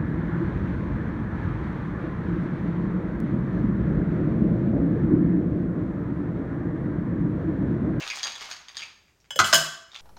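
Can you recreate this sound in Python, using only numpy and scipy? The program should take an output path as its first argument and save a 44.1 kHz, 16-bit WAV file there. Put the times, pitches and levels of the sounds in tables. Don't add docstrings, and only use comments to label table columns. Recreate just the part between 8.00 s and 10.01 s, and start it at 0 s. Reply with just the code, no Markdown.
import sys
import numpy as np
from scipy import signal
from scipy.fft import rfft, irfft, next_fast_len
from scipy.io import wavfile
from scipy.ndimage import uniform_filter1d, minimum_filter1d

SR = 44100
rng = np.random.default_rng(int(sys.argv[2]) if len(sys.argv) > 2 else 0)


def int16_out(signal):
    q = np.round(np.clip(np.atleast_2d(signal).T, -1, 1) * 32767)
    wavfile.write(sys.argv[1], SR, q.astype(np.int16))


N = 88640
TOP_HZ = 15900

# pitch_hz, level_db
HUSH_TONE = [(20, -8), (35, -20), (55, 3), (110, -3.5), (300, -8), (1000, -17), (4000, -23), (7000, -21.5),
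             (10000, -33.5), (16000, -30)]
# pitch_hz, fade_s
ROOM_FADE = [(120, .45), (500, .52), (1400, .62), (3000, .56), (6500, .52), (9000, .37), (15000, .27)]
# delay_s, level_db
WALL_ECHOES = [(.0036, -21), (.0079, -15), (.0097, -15), (0.0149, -12.5), (0.0252, -14)]
# pitch_hz, level_db
ICE_TONE = [(150, -33), (280, -17), (450, -8), (900, 3), (1700, 1.5), (3200, 0), (5000, -3), (6800, -3.5),
            (7800, -14), (10500, -23), (15500, -20)]
# pitch_hz, level_db, fade_s
BOWL_NOTES = [(1104, -29, 0.063), (1680, -21, 0.039), (1812, -18.5, 0.088), (3340, -18.5, 0.1),
              (3740, -7, 0.011), (4747, -1, 0.018), (6520, -7, 0.031), (8580, -21, 0.026)]
# start_s, length_s, level_db
HAND_STROKES = [(0, 0.15, -44), (0.219, 0.075, -44.5), (0.409, 0.14, -46), (0.732, 0.099, -51),
                (1.95, .08, -54)]
# start_s, length_s, level_db, pitch_hz
CUBE_GRATES = [(.01, 0.027, -41, 2570), (.101, 0.026, -34.5, 2310), (0.817, .02, -39.5, 2587)]
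# start_s, level_db, on_bowl (0 lands on ice, 1 on the bowl), pitch_hz, loss_per_contact_db
CUBE_TUMBLES = [(.0045, -38.5, 0, 623, 1), (0.0223, -34, 0.47, 2340, -0.5), (0.0767, -27.5, 0.37, 3530, 4),
                (0.1013, -27, 0.81, 4370, 6), (0.1581, -33.5, 0.74, 8630, 3), (0.187, -30, 0.67, 3830, 4),
                (.231, -25, 0.99, 4670, 1), (0.257, -28, 0.073, 1350, 22), (.27, -25.5, 0.67, 3060, 4),
                (0.32, -31, 0.5, 4230, 9), (.354, -36, 0.41, 3480, 6), (0.409, -33.5, .5, 4460, 2.5),
                (0.513, -27.5, 0.75, 4540, 5.5), (0.6838, -35, 0.66, 2480, 6.5),
                (0.747, -43, 0.15, 3670, 1), (0.769, -28.5, 1, 4600, 7), (0.792, -36.5, 0.12, 3130, -2),
                (0.8197, -33.5, 0.72, 2460, 1.5), (.8822, -45, 0.22, 2600, 19),
                (1.081, -59, 0.32, 2310, -0.5), (1.202, -58.5, 0, 5600, 4), (1.243, -55, 0.41, 2350, 2),
                (1.9174, -46, 0, 3760, 2), (1.9456, -37.5, 0.23, 3540, -2.5)]
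# pitch_hz, level_db
CRACK_TONE = [(100, -36), (330, 0.5), (450, -5), (1000, 0.5), (2100, 2.5), (2600, -6), (3600, 6), (5700, 2),
              (7000, 8), (8200, -7.5), (9400, -1.5), (10800, -18.5), (13000, -8.5), (15500, -15)]
# pitch_hz, rim_level_db, base_level_db, fade_s
STEEL_NOTES = [(570, -23, -20.5, 0.2), (664.5, -36, 0, 0.43), (1129, -31, -13, 0.11), (1182, -40, -13, 0.2),
               (1342, -42, -17, 0.76), (1423, -22, -6, 0.214), (1554.6, -21.5, 6, 0.13),
               (1715, -11.5, -18, 0.19), (2150, -16.5, -17, 0.036), (2660, -24, -11, 0.34),
               (2890, -23, -9.5, 0.21), (3004, -2, -9.5, .14), (3075, -21, -12, 0.12),
               (3308, -4, -12.5, .13), (4964, -29, -12.5, 0.25), (5130, -40, 3, 0.18),
               (5260, -19, -8, 0.28), (5040, -21, -18, 0.4), (6200, -19, -22, 0.3), (6230, -51, -14, 0.14),
               (6470, -26, -41, .2), (7490, -17, -30, 0.29), (7410, -13, -12, 0.2), (8342, -32, -14, 0.34)]
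# pitch_hz, level_db, fade_s
COUNTER_NOTES = [(94, -6.5, 0.31), (125.7, -7.5, 0.16), (151.4, 4.5, 0.27), (209.7, -2, 0.26),
                 (254, -7, 0.29), (348.4, -0.5, 0.12), (383, -1, 0.2)]
# start_s, level_db, fade_s
CUBE_SKITTERS = [(1.446, -32.5, 0.39), (1.56, -29, 0.35)]
# start_s, crack_db, ring_db, depth (0 rim, 1 base), knock_db, knock_hz
CUBE_DROPS = [(1.3058, -41, -24.5, 0.088, -39, 967), (1.359, -33, -27, 0.031, -24, 548),
              (1.39, -9.5, -32.5, 0.89, -8.5, 1277), (1.399, -12.5, -28.5, 0.99, -8.5, 1442),
              (1.4426, -28, -16, 0.39, -31, 1440), (1.528, -13.5, -14, 0.91, -16.5, 658),
              (1.5343, -10.5, -21, 0.78, -13.5, 1180), (1.5429, -13.5, -9.5, 0.089, -28, 1620),
              (1.553, -13.5, -16, 0.54, -18, 1540)]


def amp(db):
    return 10 ** (np.asarray(db) / 20)


def unit(x):
    return x / np.sqrt(np.mean(x ** 2) + 1e-20)


def along(points, hz):
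    pitches, values = np.transpose(points)
    return np.interp(np.log(hz + 1), np.log(pitches), values)


def noise(tone_db, size):
    spectrum = rfft(rng.standard_normal(size))
    return unit(irfft(spectrum * amp(tone_db(np.fft.rfftfreq(size, 1 / SR))), size))


def hump(hz, centre_hz, octaves):
    return -10 * np.log10(1 + (np.log2((hz + 1) / centre_hz) / octaves) ** 2)


def fade(t, fade_s):
    return np.exp(-np.log(1000) * t / fade_s)


def ring(notes, t, scatter_db, detune):
    return sum((-1) ** k * amp(db + scatter_db * rng.normal()) * fade(t, fade_s)
               * np.sin(2 * np.pi * hz * (1 + detune * rng.normal()) * t)
               for k, (hz, db, fade_s) in enumerate(notes))


def room_hush():
    return amp(-66.5) * noise(lambda hz: along(HUSH_TONE, hz), N)


def in_room(sound, tail_db, build_s):
    hz, t, bands = signal.stft(rng.standard_normal(SR * 3 // 4), SR, nperseg=256)
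    bands = bands * fade(t, along(ROOM_FADE, hz)[:, None]) * (1 - np.exp(-t / build_s))
    tail = signal.istft(bands, SR, nperseg=256)[1]
    echoes = amp(tail_db) * tail / np.linalg.norm(tail)
    echoes[0] += 1
    for delay_s, db in WALL_ECHOES:
        echoes[round(delay_s * SR)] += amp(db)
    return signal.fftconvolve(sound, echoes)[:N]


def add(track, start_s, sound):
    start = max(round(start_s * SR), 0)
    track[start:start + len(sound)] += sound[:max(N - start, 0)]


def hand_strength(rise_s=0.076, settle_s=0.26):
    t = np.arange(N) / SR
    return sum(amp(db) * np.clip(1 + (t - start_s) / rise_s, 0, 1)
               * fade(np.maximum(t - start_s - length_s, 0), settle_s)
               for start_s, length_s, db in HAND_STROKES)


def bowl_rustle(per_second=240, spread_db=5, kinds=40, soft_hz=10000):
    out, t = np.zeros(N), np.arange(SR // 30) / SR
    soft_ice = lambda hz: along(ICE_TONE, hz) + hump(np.maximum(hz, soft_hz), soft_hz, octaves=0.43)
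    snaps = []
    for pitch_hz in np.geomspace(800, 7500, kinds):
        hiss = noise(lambda hz: soft_ice(hz) + hump(hz, pitch_hz, octaves=1), len(t))
        bowl = amp(-13) * ring(BOWL_NOTES, t, scatter_db=5, detune=0.093)
        snaps.append(unit(hiss * fade(t, 0.023) + bowl))
    for when, strength, kind in rng.random((int(per_second * N / SR), 3)):
        add(out, when * N / SR, amp(spread_db * np.sqrt(12) * strength) * snaps[int(kind * kinds)])
    return in_room(unit(out) * hand_strength(), tail_db=-3.5, build_s=0.00059)


def bowl_grates(per_second=700, spread_db=3):
    out, t = np.zeros(N), np.arange(SR // 25) / SR
    for start_s, length_s, db, pitch_hz in CUBE_GRATES:
        slips = np.zeros(round(length_s * SR))
        for when, strength in rng.random((int(per_second * length_s), 2)):
            slips[int(when * len(slips))] += amp(spread_db * np.sqrt(12) * strength)
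        notes = [(pitch_hz * 0.914, -2, 0.012), (pitch_hz * 1.068, 0, 0.012)]
        grate = signal.fftconvolve(slips, ring(notes, t, scatter_db=1, detune=0.01))
        add(out, start_s, amp(db) * grate / grate[:len(slips)].std())
    return in_room(out, tail_db=-11, build_s=0.0011)


def bowl_clicks(contacts=3, gap_s=0.0076):
    out, t = np.zeros(N), np.arange(SR // 12) / SR
    onset = 1 - np.exp(-t / 0.0002)
    for start_s, db, on_bowl, pitch_hz, loss_db in CUBE_TUMBLES:
        clack_db = np.interp(on_bowl, [0, 1], [2, -20.5])
        ring_db = np.interp(on_bowl, [0, 1], [-15.5, 6])
        clack_notes = [(pitch_hz, 0, 0.022), (pitch_hz * 0.94, -6, 0.014)]
        for k in range(contacts):
            hiss = noise(lambda hz: along(ICE_TONE, hz) + hump(hz, pitch_hz, octaves=0.48), len(t))
            snap = hiss * fade(t, 0.017)
            clack = amp(clack_db) * ring(clack_notes, t, scatter_db=-4, detune=0.011)
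            bowl = amp(ring_db) * ring(BOWL_NOTES, t, scatter_db=2, detune=0.008)
            contact = amp(db - k * loss_db) * onset * (snap + clack + bowl)
            add(out, start_s + k * gap_s, in_room(contact, tail_db=-6, build_s=0.00044))
    return out


def ice_crack(t, tilt_db, fade_s):
    tone_db = lambda hz: along(CRACK_TONE, hz) + tilt_db * np.log2(np.maximum(hz, 800) / 3000)
    return noise(tone_db, len(t)) * fade(t, fade_s)


def shaker_skitter(per_second=600, range_db=8):
    out, t = np.zeros(N), np.arange(SR // 2) / SR
    brief = t[:SR // 16]
    notes = [(hz, (rim_db + base_db) / 2, fade_s) for hz, rim_db, base_db, fade_s in STEEL_NOTES]
    for start_s, db, settle_s in CUBE_SKITTERS:
        run = np.zeros(N)
        for when, strength in rng.random((int(per_second * t[-1]), 2)):
            add(run, when * t[-1], amp(range_db * strength) * ice_crack(t[:512], tilt_db=2, fade_s=0.0023))
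        ticks = unit(run[:len(t)]) * fade(t, settle_s)
        ping = ring(notes, brief, scatter_db=9, detune=0.00092) * fade(brief, 0.081)
        steel = amp(-16) * ticks.std() * unit(signal.fftconvolve(ticks, ping)[:len(t)])
        add(out, start_s, in_room(amp(db) * (ticks + steel), tail_db=-4, build_s=0.0026))
    return out


def wall_overtones(t, tilt_db, wall_hz, fade_s):
    gains = amp(along(CRACK_TONE, wall_hz) + tilt_db * np.log2(wall_hz / 3000))
    gains *= rng.standard_normal(len(wall_hz))
    waves = np.sin(2 * np.pi * wall_hz[:, None] * t)
    return np.sqrt(2) * gains @ waves * fade(t, fade_s) / np.linalg.norm(gains)


def base_knock(t, hz):
    notes = [(hz * 0.855, -7, 0.03), (hz, 0, 0.042), (hz * 1.088, -7, 0.03), (hz * 1.4, -14, 0.025)]
    knock = ring(notes, t, scatter_db=4, detune=0.0066) * (1 - np.exp(-(t * hz) ** 2))
    thud = ring(COUNTER_NOTES, t, scatter_db=3.5, detune=0.02) * (1 - np.exp(-(t / 0.0075) ** 2))
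    return knock + amp(-28) * thud


def shaker_hits(overtones=150):
    out, t = np.zeros(N), np.arange(SR * 2 // 5) / SR
    brief = t[:SR // 16]
    wall_hz = np.linspace(800, TOP_HZ, overtones) + rng.uniform(-50, 50, overtones)
    onset = 1 - np.exp(-t / 0.0003)
    muffle = 0.2 + 0.8 * fade(t, 0.12)
    for start_s, crack_db, ring_db, depth, knock_db, knock_hz in CUBE_DROPS:
        notes = [(hz, rim_db + depth * (base_db - rim_db), fade_s)
                 for hz, rim_db, base_db, fade_s in STEEL_NOTES]
        steel = amp(ring_db) * ring(notes, t, scatter_db=1, detune=0.0006) * muffle
        tilt_db = np.interp(depth, [0, 1], [11.5, -5.5])
        crack = ice_crack(t, tilt_db, fade_s=0.015)
        crack[:len(brief)] += amp(-3.5) * wall_overtones(brief, tilt_db, wall_hz, fade_s=0.058)
        blow = steel + amp(crack_db) * crack + amp(knock_db) * base_knock(t, knock_hz)
        add(out, start_s, in_room(onset * blow, tail_db=-8, build_s=0.0013))
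    return out


def scene():
    hush = room_hush()
    bowl = bowl_clicks() + bowl_rustle() + bowl_grates()
    shaker = shaker_hits() + shaker_skitter()
    return (hush + bowl + shaker)[None]


def record(dry):
    ceiling = 0.64
    needed_gain = np.minimum(1, ceiling / (np.abs(dry) + 1e-9))
    smooth_gain = uniform_filter1d(minimum_filter1d(needed_gain, size=133), size=89)
    size = next_fast_len(N + SR // 4)
    kept = np.fft.rfftfreq(size, 1 / SR) < TOP_HZ
    return irfft(rfft(dry * smooth_gain, size) * kept, size)[:, :N]


dry = scene()
out = record(dry)
int16_out(out)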